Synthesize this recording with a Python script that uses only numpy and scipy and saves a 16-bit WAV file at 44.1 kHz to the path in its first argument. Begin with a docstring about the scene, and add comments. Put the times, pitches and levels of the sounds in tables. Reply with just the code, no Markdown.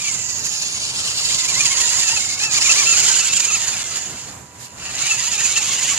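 """Electric model truck on a lawn

A small electric truck bounces over the grass, coasts to a stop and pulls away again.
The motor whines mostly on even orders of its shaft; filtered noise in shaft-timed bursts makes the gear rasp.
Near standstill the speed controller sings faintly over a low outdoor rumble, and a soft hiss passes.
The right microphone port rings in the treble."""
import sys
import numpy as np
from scipy import signal
from scipy.fft import rfft, irfft
from scipy.io import wavfile
from scipy.ndimage import uniform_filter1d, map_coordinates

SR = 44100
rng = np.random.default_rng(int(sys.argv[2]) if len(sys.argv) > 2 else 0)


def unload_wav(signal):
    """Save mono or channel-first audio to the path in sys.argv[1] as 16-bit WAV at rate SR, clipped to [-1, 1]."""
    wavfile.write(
        sys.argv[1],
        SR,
        np.round(np.clip(np.atleast_2d(signal).T, -1, 1) * 32767).astype(np.int16),
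    )


N = 263718
TIME = np.arange(N) / SR
FREQS = np.fft.rfftfreq(N, 1 / SR)


def from_db(db):
    """Decibels to gain."""
    return 10 ** (np.asarray(db) / 20)


def unit(x):
    """Scales to an rms of one."""
    return x / np.sqrt(np.mean(x ** 2) + 1e-20)


def follow(table, t=TIME):
    """Columns of a curve table, interpolated at the times t."""
    s, *columns = np.transpose(table)
    return [np.interp(t, s, c) for c in columns]


def at_pitch(table, hz):
    """Reads a spectrum on a log-frequency axis."""
    f, value = np.transpose(table)
    return np.interp(np.log(hz + 1), np.log(f), value)


def colour(x, table):
    """Filters by a spectrum in dB."""
    return irfft(rfft(x) * from_db(at_pitch(table, FREQS)), N)


def wander(rate_hz):
    """Random curve of rms one, low-passed near the given rate."""
    spectrum = rfft(rng.standard_normal(N))
    return unit(irfft(spectrum / (1 + (FREQS / rate_hz) ** 4), N))


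def two_sides(likeness):
    """Two noises, alike to a degree set per frequency."""
    a, b = rfft(rng.standard_normal((2, N)))
    c = np.clip(at_pitch(likeness, FREQS), 0, 1)
    right = c * a + np.sqrt(1 - c ** 2) * b
    return irfft(np.array([a, right]), N)


# outdoor background spectrum: freq_hz, relative_level_db
AIR_SPECTRUM = [(20, -37), (32, -25), (50, -14), (86, 1), (110, -2), (129, 2), (160, -3), (250, -7),
                (430, -11), (800, -11), (1800, -16), (3200, -20), (7000, -24), (10000, -28), (13000, -33)]
# likeness of its two sides: freq_hz, likeness_0_to_1
AIR_LIKENESS = [(30, 0.26), (90, 1), (200, 0.86), (500, 0.46), (1500, 0.24), (5000, 0.022)]


def outdoors(level_db=-42, swell_db=2.0, swell_hz=7.1):
    """Distant rumble and a faint wash of open air: coloured noise with random swells."""
    air = unit(colour(two_sides(AIR_LIKENESS), AIR_SPECTRUM))
    return air * from_db(level_db + swell_db * wander(swell_hz))


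def swish(level_db=-43):
    """A soft bright hiss while the truck stands: coloured noise under a short swell."""
    # freq_hz, relative_level_db
    spectrum = [(400, -10), (2000, 0), (5000, 3), (7000, -6.5), (10000, -7), (13000, -11)]
    # time_s, relative_level_db
    swell = [(4.5, -63), (4.57, -17), (4.61, 4), (4.66, 4.5), (4.7, -14), (4.78, -64)]
    hiss = unit(colour(rng.standard_normal((2, N)), spectrum))
    return hiss * from_db(level_db + follow(swell)[0])


# wheel slips on humps: crest_s, extra_turns_per_s, half_length_s, extra_whine_db
WHEEL_SLIPS = [(.06, 55, .075, 7), (.975, 100, .035, 0), (1.07, 70, .055, 0), (1.185, 125, .055, -2),
               (1.33, 115, .035, 0), (1.495, 105, .04, 0), (1.615, 135, .058, 2), (1.72, 75, .035, 2),
               (1.79, 55, .028, 0), (1.99, 85, .055, -1), (2.15, 70, .055, 3), (2.45, 65, .06, 5),
               (2.565, 230, .042, 1), (2.655, 180, .038, 0), (2.707, 215, .03, 5), (2.795, 115, .048, 7),
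               (2.9, 190, .058, 5), (2.992, 255, .038, 4), (3.1, 230, .06, 5), (3.175, 130, .03, 4),
               (3.265, 130, .04, 6), (3.36, 190, .035, 7), (3.495, 130, .03, 1), (3.542, 175, .04, 1),
               (3.69, 55, .06, 0), (4.875, 95, .055, 4), (5.12, 45, .04, 7), (5.2, 70, .035, 3),
               (5.295, 50, .04, 4), (5.425, 115, .048, 3), (5.58, 90, .05, 6), (5.715, 70, .045, 1),
               (5.81, 50, .028, 1), (5.922, 115, .05, 3)]
SLIP_ARCH = 1.6  # exponent: 1 pointed crest, 2 round


def whoops():
    """Each slip is one arch that lifts shaft speed and whine: (turns per second, dB)."""
    crest_s, extra_turns, half_length_s, whine_db = np.transpose(WHEEL_SLIPS)[:, :, None]
    arch = 1 - np.minimum(abs(TIME - crest_s) / half_length_s, 1) ** SLIP_ARCH
    return np.max(extra_turns * arch, axis=0), np.sum(whine_db * arch, axis=0)


# motor shaft while the wheels grip: time_s, turns_per_s
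GRIP_SPEED = [(0, 555), (.14, 510), (.33, 490), (.72, 390), (.94, 395), (1.38, 505), (1.55, 480),
              (1.94, 465), (2.09, 435), (2.21, 365), (2.36, 365), (2.61, 415), (2.84, 515), (3.03, 560),
              (3.25, 680), (3.375, 610), (3.4, 450), (3.425, 600), (3.6, 470), (3.78, 370), (4.1, 295),
              (4.41, 80), (4.75, 80), (4.81, 400), (4.95, 330), (5.16, 420), (5.34, 445), (5.39, 375),
              (5.63, 360), (5.67, 480), (5.98, 455)]
SWAY_SHARE, SWAY_HZ = .018, 18  # rough lawn
TREMBLE_SHARE, TREMBLE_HZ = .011, 60  # gear play


def shaft():
    """Shaft speed from throttle, wheel slips, lawn sway and gear tremble; its integral is the angle."""
    unevenness = 1 + SWAY_SHARE * wander(SWAY_HZ) + TREMBLE_SHARE * wander(TREMBLE_HZ)
    speed = (follow(GRIP_SPEED)[0] + whoops()[0]) * unevenness
    return speed, 2 * np.pi * np.cumsum(speed) / SR


def racing_db(speed):
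    """How far the shaft runs above its mean speed over the surrounding 0.2 s."""
    return 20 * np.log10(speed / uniform_filter1d(speed, size=8800, mode="nearest"))


def spinning(speed, stall_turns_per_s=260):
    """Near one while the shaft turns freely, falling to zero at rest."""
    return 1 / (1 + (stall_turns_per_s / speed) ** 6)


# hard bumps that load (+) or unload (-) the gears: time_s, change_db, half_length_s
JOLTS = [(0.084, 3.5, 0.014), (0.341, -5, 0.0086), (1.474, -8, 0.0057), (1.611, 4.5, 0.0049),
         (1.66, 6.5, 0.01), (1.814, 5, 0.012), (2.059, -5, 0.016), (2.372, -5.5, 0.026),
         (2.491, -8.5, 0.025), (2.599, -8, 0.011), (2.687, -3.5, 0.0089), (3.197, 4.5, .0093),
         (3.286, 4, 0.0092), (3.336, 7, 0.0059), (3.373, 7.5, 0.0085), (3.404, 6, 0.0079),
         (3.45, 7.5, 0.0073), (3.836, -12, 0.0023), (3.977, 6, 0.0097), (4.466, 10, 0.0057),
         (5.573, 5, 0.012), (5.639, -1, 0.006)]
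JUDDER_DB, JUDDER_HZ = 1.5, 28  # small random bumps, rms


def surge_db(speed, power=0.46):
    """Quick changes of effort: racing shaft, hard bumps and a judder of small ones."""
    bumps = 0
    for time_s, db, half_length_s in JOLTS:
        bumps = bumps + db * np.exp(-np.minimum(((TIME - time_s) / half_length_s) ** 2, 20))
    return power * racing_db(speed) + bumps + JUDDER_DB * wander(JUDDER_HZ)


# switching tone: freq_hz, rms_db at standstill
SWITCHING_TONES = [(980, -54.5), (1960, -66)]


def controller(speed, blur_rad=0.34, blur_hz=23):
    """The speed controller's pulses sing in the windings while the shaft is nearly still."""
    tone = 0
    for hz, db in SWITCHING_TONES:
        phase = 2 * np.pi * hz * TIME + blur_rad * wander(blur_hz)
        tone = tone + from_db(db) * unit(np.sin(phase))
    return tone * (1 - spinning(speed))


# likeness of the two sides for rasp and ticks: freq_hz, likeness_0_to_1
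RASP_LIKENESS = [(150, 0), (500, 0.13), (2300, 0.96), (4000, 0.55), (7000, 0.36), (12000, 0.08)]
# radiation of gear case and chassis: freq_hz, gain_db
CHASSIS_RADIATION = [(100, -17.5), (300, -16.5), (550, -14), (900, -11.5), (1400, -12), (2200, -6.5),
                     (2750, 3), (3400, -2.5), (4600, 1.5), (5900, -3), (6800, -3), (8000, -10.5),
                     (9600, -12.5), (11000, -19), (12600, -21.5), (13800, -66)]
# grit and stalks on the chassis: start_s, relative_level_db
GRIT_TICKS = [(1.5958, -15), (2.6199, -10), (2.6597, -5), (3.9754, -18), (4.1762, -22), (4.2143, -18),
              (5.3308, -6), (5.5834, -13)]


def ticks(level_db=-3, decay_s=.0006):
    """Grit and stalks tap the chassis: short decaying noise, coloured by what it radiates."""
    taps = np.zeros(N)
    for start_s, db in GRIT_TICKS:
        age_s = np.maximum(TIME - start_s, 0)
        taps += from_db(db + level_db) * (age_s > 0) * np.exp(-np.minimum(age_s / decay_s, 20))
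    return colour(two_sides(RASP_LIKENESS) * taps, CHASSIS_RADIATION)


# rasp colour as the truck turns: time_s, body_db, ring_near_2700_hz_db, low_treble_db
FACING = [(0, -1.5, -2, 0.5), (.3, -3, 2.5, 0), (.85, 1, 2, -1.5), (1.35, 0.5, 0.5, 3.5),
          (1.9, 0, -5, -0.5), (2.4, 0, -1.5, 3), (3.6, 1, -4, -2.5), (4.1, 5.5, -1, 0), (4.85, 11.5, 5, 2),
          (5.1, 0, 0, -0.5), (5.98, 1, -1.5, -3.5)]


def turn_colour(x, patch_db=2.2):
    """Broad bands swell and fade as the truck turns; random patches of time and pitch vary gently in level."""
    hz, t, z = signal.stft(x, SR, nperseg=512)
    # per band: freq_hz, share
    body = [(1800, 1), (2500, 0)]
    ring = [(2000, 0), (2700, 1), (3400, 0)]
    low_treble = [(3400, 0), (4100, 1), (5400, 1), (6500, 0)]
    tilt_db = 0
    for shape, db in zip([body, ring, low_treble], follow(FACING, t)):
        tilt_db = tilt_db + at_pitch(shape, hz)[:, None] * db
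    patches = uniform_filter1d(rng.standard_normal(z.shape[1:]), size=3, axis=0)
    patches_db = patch_db * unit(uniform_filter1d(patches, size=5, axis=1))
    return signal.istft(z * from_db(tilt_db + patches_db), SR, nperseg=512)[1][:, :N]


# drive train loudness, from throttle and distance: time_s, relative_level_db
DRIVE_LOAD = [(0, -24), (.9, -22.5), (1.5, -19), (2.1, -17), (2.25, -22.5), (2.4, -19.5), (2.68, -14),
              (2.85, -15.5), (3.1, -13.5), (3.35, -20.5), (3.6, -19), (3.97, -24.5), (4.3, -37),
              (4.42, -51), (4.77, -41), (4.8, -34.5), (5.05, -19.5), (5.55, -19.5), (5.98, -17.5)]


def gears(angle, surge, level_db=-4.5, wobble=0.13, mesh=0.24, chatter_db=0.0, chatter_hz=260,
          body_share=0.5, body_hz=1500):
    """Teeth scrape in bursts, once and twice a shaft turn; the chassis colours the rasp."""
    chatter = from_db(chatter_db * wander(chatter_hz))  # flat at 0 dB
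    bursts = (1 + wobble * np.cos(angle) + mesh * np.cos(2 * angle)) * chatter
    scrape = two_sides(RASP_LIKENESS) * bursts
    rasp = turn_colour(unit(colour(scrape, CHASSIS_RADIATION)))
    # low body follows surges less than the scraping treble
    body = irfft(rfft(rasp) / (1 + (FREQS / body_hz) ** 4), N)
    rasp = body * from_db(body_share * surge) + (rasp - body) * from_db(surge)
    return rasp * from_db(level_db + follow(DRIVE_LOAD)[0])


# bounce off the ground: time_s, delay_ms, strength
GROUND_BOUNCE = [(.05, .1, 0), (.25, .15, .45), (.6, .19, .45), (.9, .215, .4), (1.2, .235, .3),
                 (1.6, .27, 0)]


def ground_echo(x):
    """A slightly later copy off the lawn combs the sound; the comb slides down as the truck nears."""
    delay_ms, strength = follow(GROUND_BOUNCE)
    late = np.arange(N) - delay_ms * SR / 1000
    echo = np.array([map_coordinates(side, [late], order=3) for side in x])
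    return (x + strength * echo) / np.hypot(1, strength)


def partial(angle, blur_rad, shimmer_db=3.8):
    """One shaft order, broken up in level and phase by the uneven contact of the teeth."""
    shimmer = from_db(shimmer_db * wander(45))
    return unit(shimmer * np.cos(angle + blur_rad * wander(67)))


def ringing(x, share=.4, decay_s=.003):
    """Plastic parts ring on for milliseconds, so a sweeping tone flickers differently on each side."""
    age_s = np.arange(1024) / SR
    rings = rng.standard_normal((2, len(age_s))) * np.exp(-age_s / decay_s)
    rings /= np.linalg.norm(rings, axis=1, keepdims=True)
    tail = signal.oaconvolve(x[None], rings, axes=1)[:, :N]
    return (x + share * tail) / np.hypot(1, share)


# whine against the drive train loudness: time_s, relative_level_db
WHINE_LEVEL = [(0, -21), (.2, -19), (.5, -25), (1.1, -23), (1.6, -14.5), (2.35, -18), (2.7, -15.5),
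               (3.1, -19.5), (3.5, -17), (3.9, -24), (4.85, -19), (5.3, -18), (5.98, -20)]
# even orders on the mount: shaft_order, relative_level_db at MID_TURNS_PER_S, rise_db_per_doubling
MOUNT_ORDERS = [(2, -8, 9), (4, -.5, 9), (6, 0, -6)]
# fringe of further orders: shaft_order, relative_level_db
FRINGE_ORDERS = [(3, -8.5), (5, -37), (7, -14), (8, -29), (10, 1), (12, -17.5)]
# motor mount resonances: freq_hz, gain_db
MOUNT_RESONANCE = [(700, 5), (1150, -1), (1330, -2), (1550, 1), (1800, -2), (2150, 2), (2400, 3), (2680, 7),
                   (3100, -5), (4000, -5)]
MID_TURNS_PER_S = 500


def motor(speed, angle, surge, fringe_db=-2):
    """Three even orders follow the mount resonances, with a fringe of further orders; crests sing out."""
    doublings = np.log2(speed / MID_TURNS_PER_S)
    whine = 0
    for order, db, rise_db in MOUNT_ORDERS:
        order_db = db + rise_db * doublings + at_pitch(MOUNT_RESONANCE, order * speed)
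        whine = whine + from_db(order_db) * partial(order * angle, blur_rad=.35)
    for order, db in FRINGE_ORDERS:
        whine = whine + from_db(db + fringe_db) * partial(order * angle, blur_rad=0.7)
    effort_db = whoops()[1] + .8 * np.minimum(racing_db(speed), 2) + .3 * surge - 1.2
    level_db = follow(DRIVE_LOAD)[0] + follow(WHINE_LEVEL)[0] + effort_db
    return ringing(whine * spinning(speed) * from_db(level_db))


# truck position: time_s, left_minus_right_db, left_delay_ms
TRUCK_PLACE = [(0, 3, 0.086), (.7, 2.5, 0.16), (1.8, 2.5, 0.1), (2.6, 3, 0.13), (3.2, 3.5, 0.052),
               (3.8, 3, 0.07), (4.8, 3.5, 0.089), (5.9, 4, 0.022)]


def place(x):
    """Pans the truck by level and lets it reach the left side a little later."""
    pan_db, delay_ms = follow(TRUCK_PLACE)
    left = map_coordinates(x[0], [np.arange(N) - delay_ms * SR / 1000], order=3)
    return np.array([left * from_db(pan_db / 2), x[1] * from_db(-pan_db / 2)])


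def scene():
    """The truck on the lawn, over the outdoor background."""
    background = outdoors() + swish()
    speed, angle = shaft()
    surge = surge_db(speed)
    rasp = ground_echo(ticks() + gears(angle, surge))
    truck = controller(speed) + rasp + motor(speed, angle, surge)
    return background + place(truck)


# right microphone port against the left: freq_hz, gain_db
RIGHT_PORT = [(300, 1), (1500, 2.35), (2300, 0), (3200, -4), (4100, -1), (5300, 2.8), (6100, 7),
              (6650, 16.5), (7250, 19), (7700, 12.5), (8400, 9), (10000, 7), (12500, 6.5)]
EDGE_HZ = 13800


def record(dry, ceiling=.9):
    """The ringing right port, a soft limit on the highest peaks, then the band limit."""
    heard = np.array([dry[0], colour(dry[1], RIGHT_PORT)])
    heard = heard / (1 + (heard / ceiling) ** 6) ** (1 / 6)
    lowpass = signal.firwin(255, EDGE_HZ, window=("kaiser", 9), fs=SR)
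    return signal.oaconvolve(heard, lowpass[None], "same")


dry = scene()
out = record(dry)
unload_wav(out)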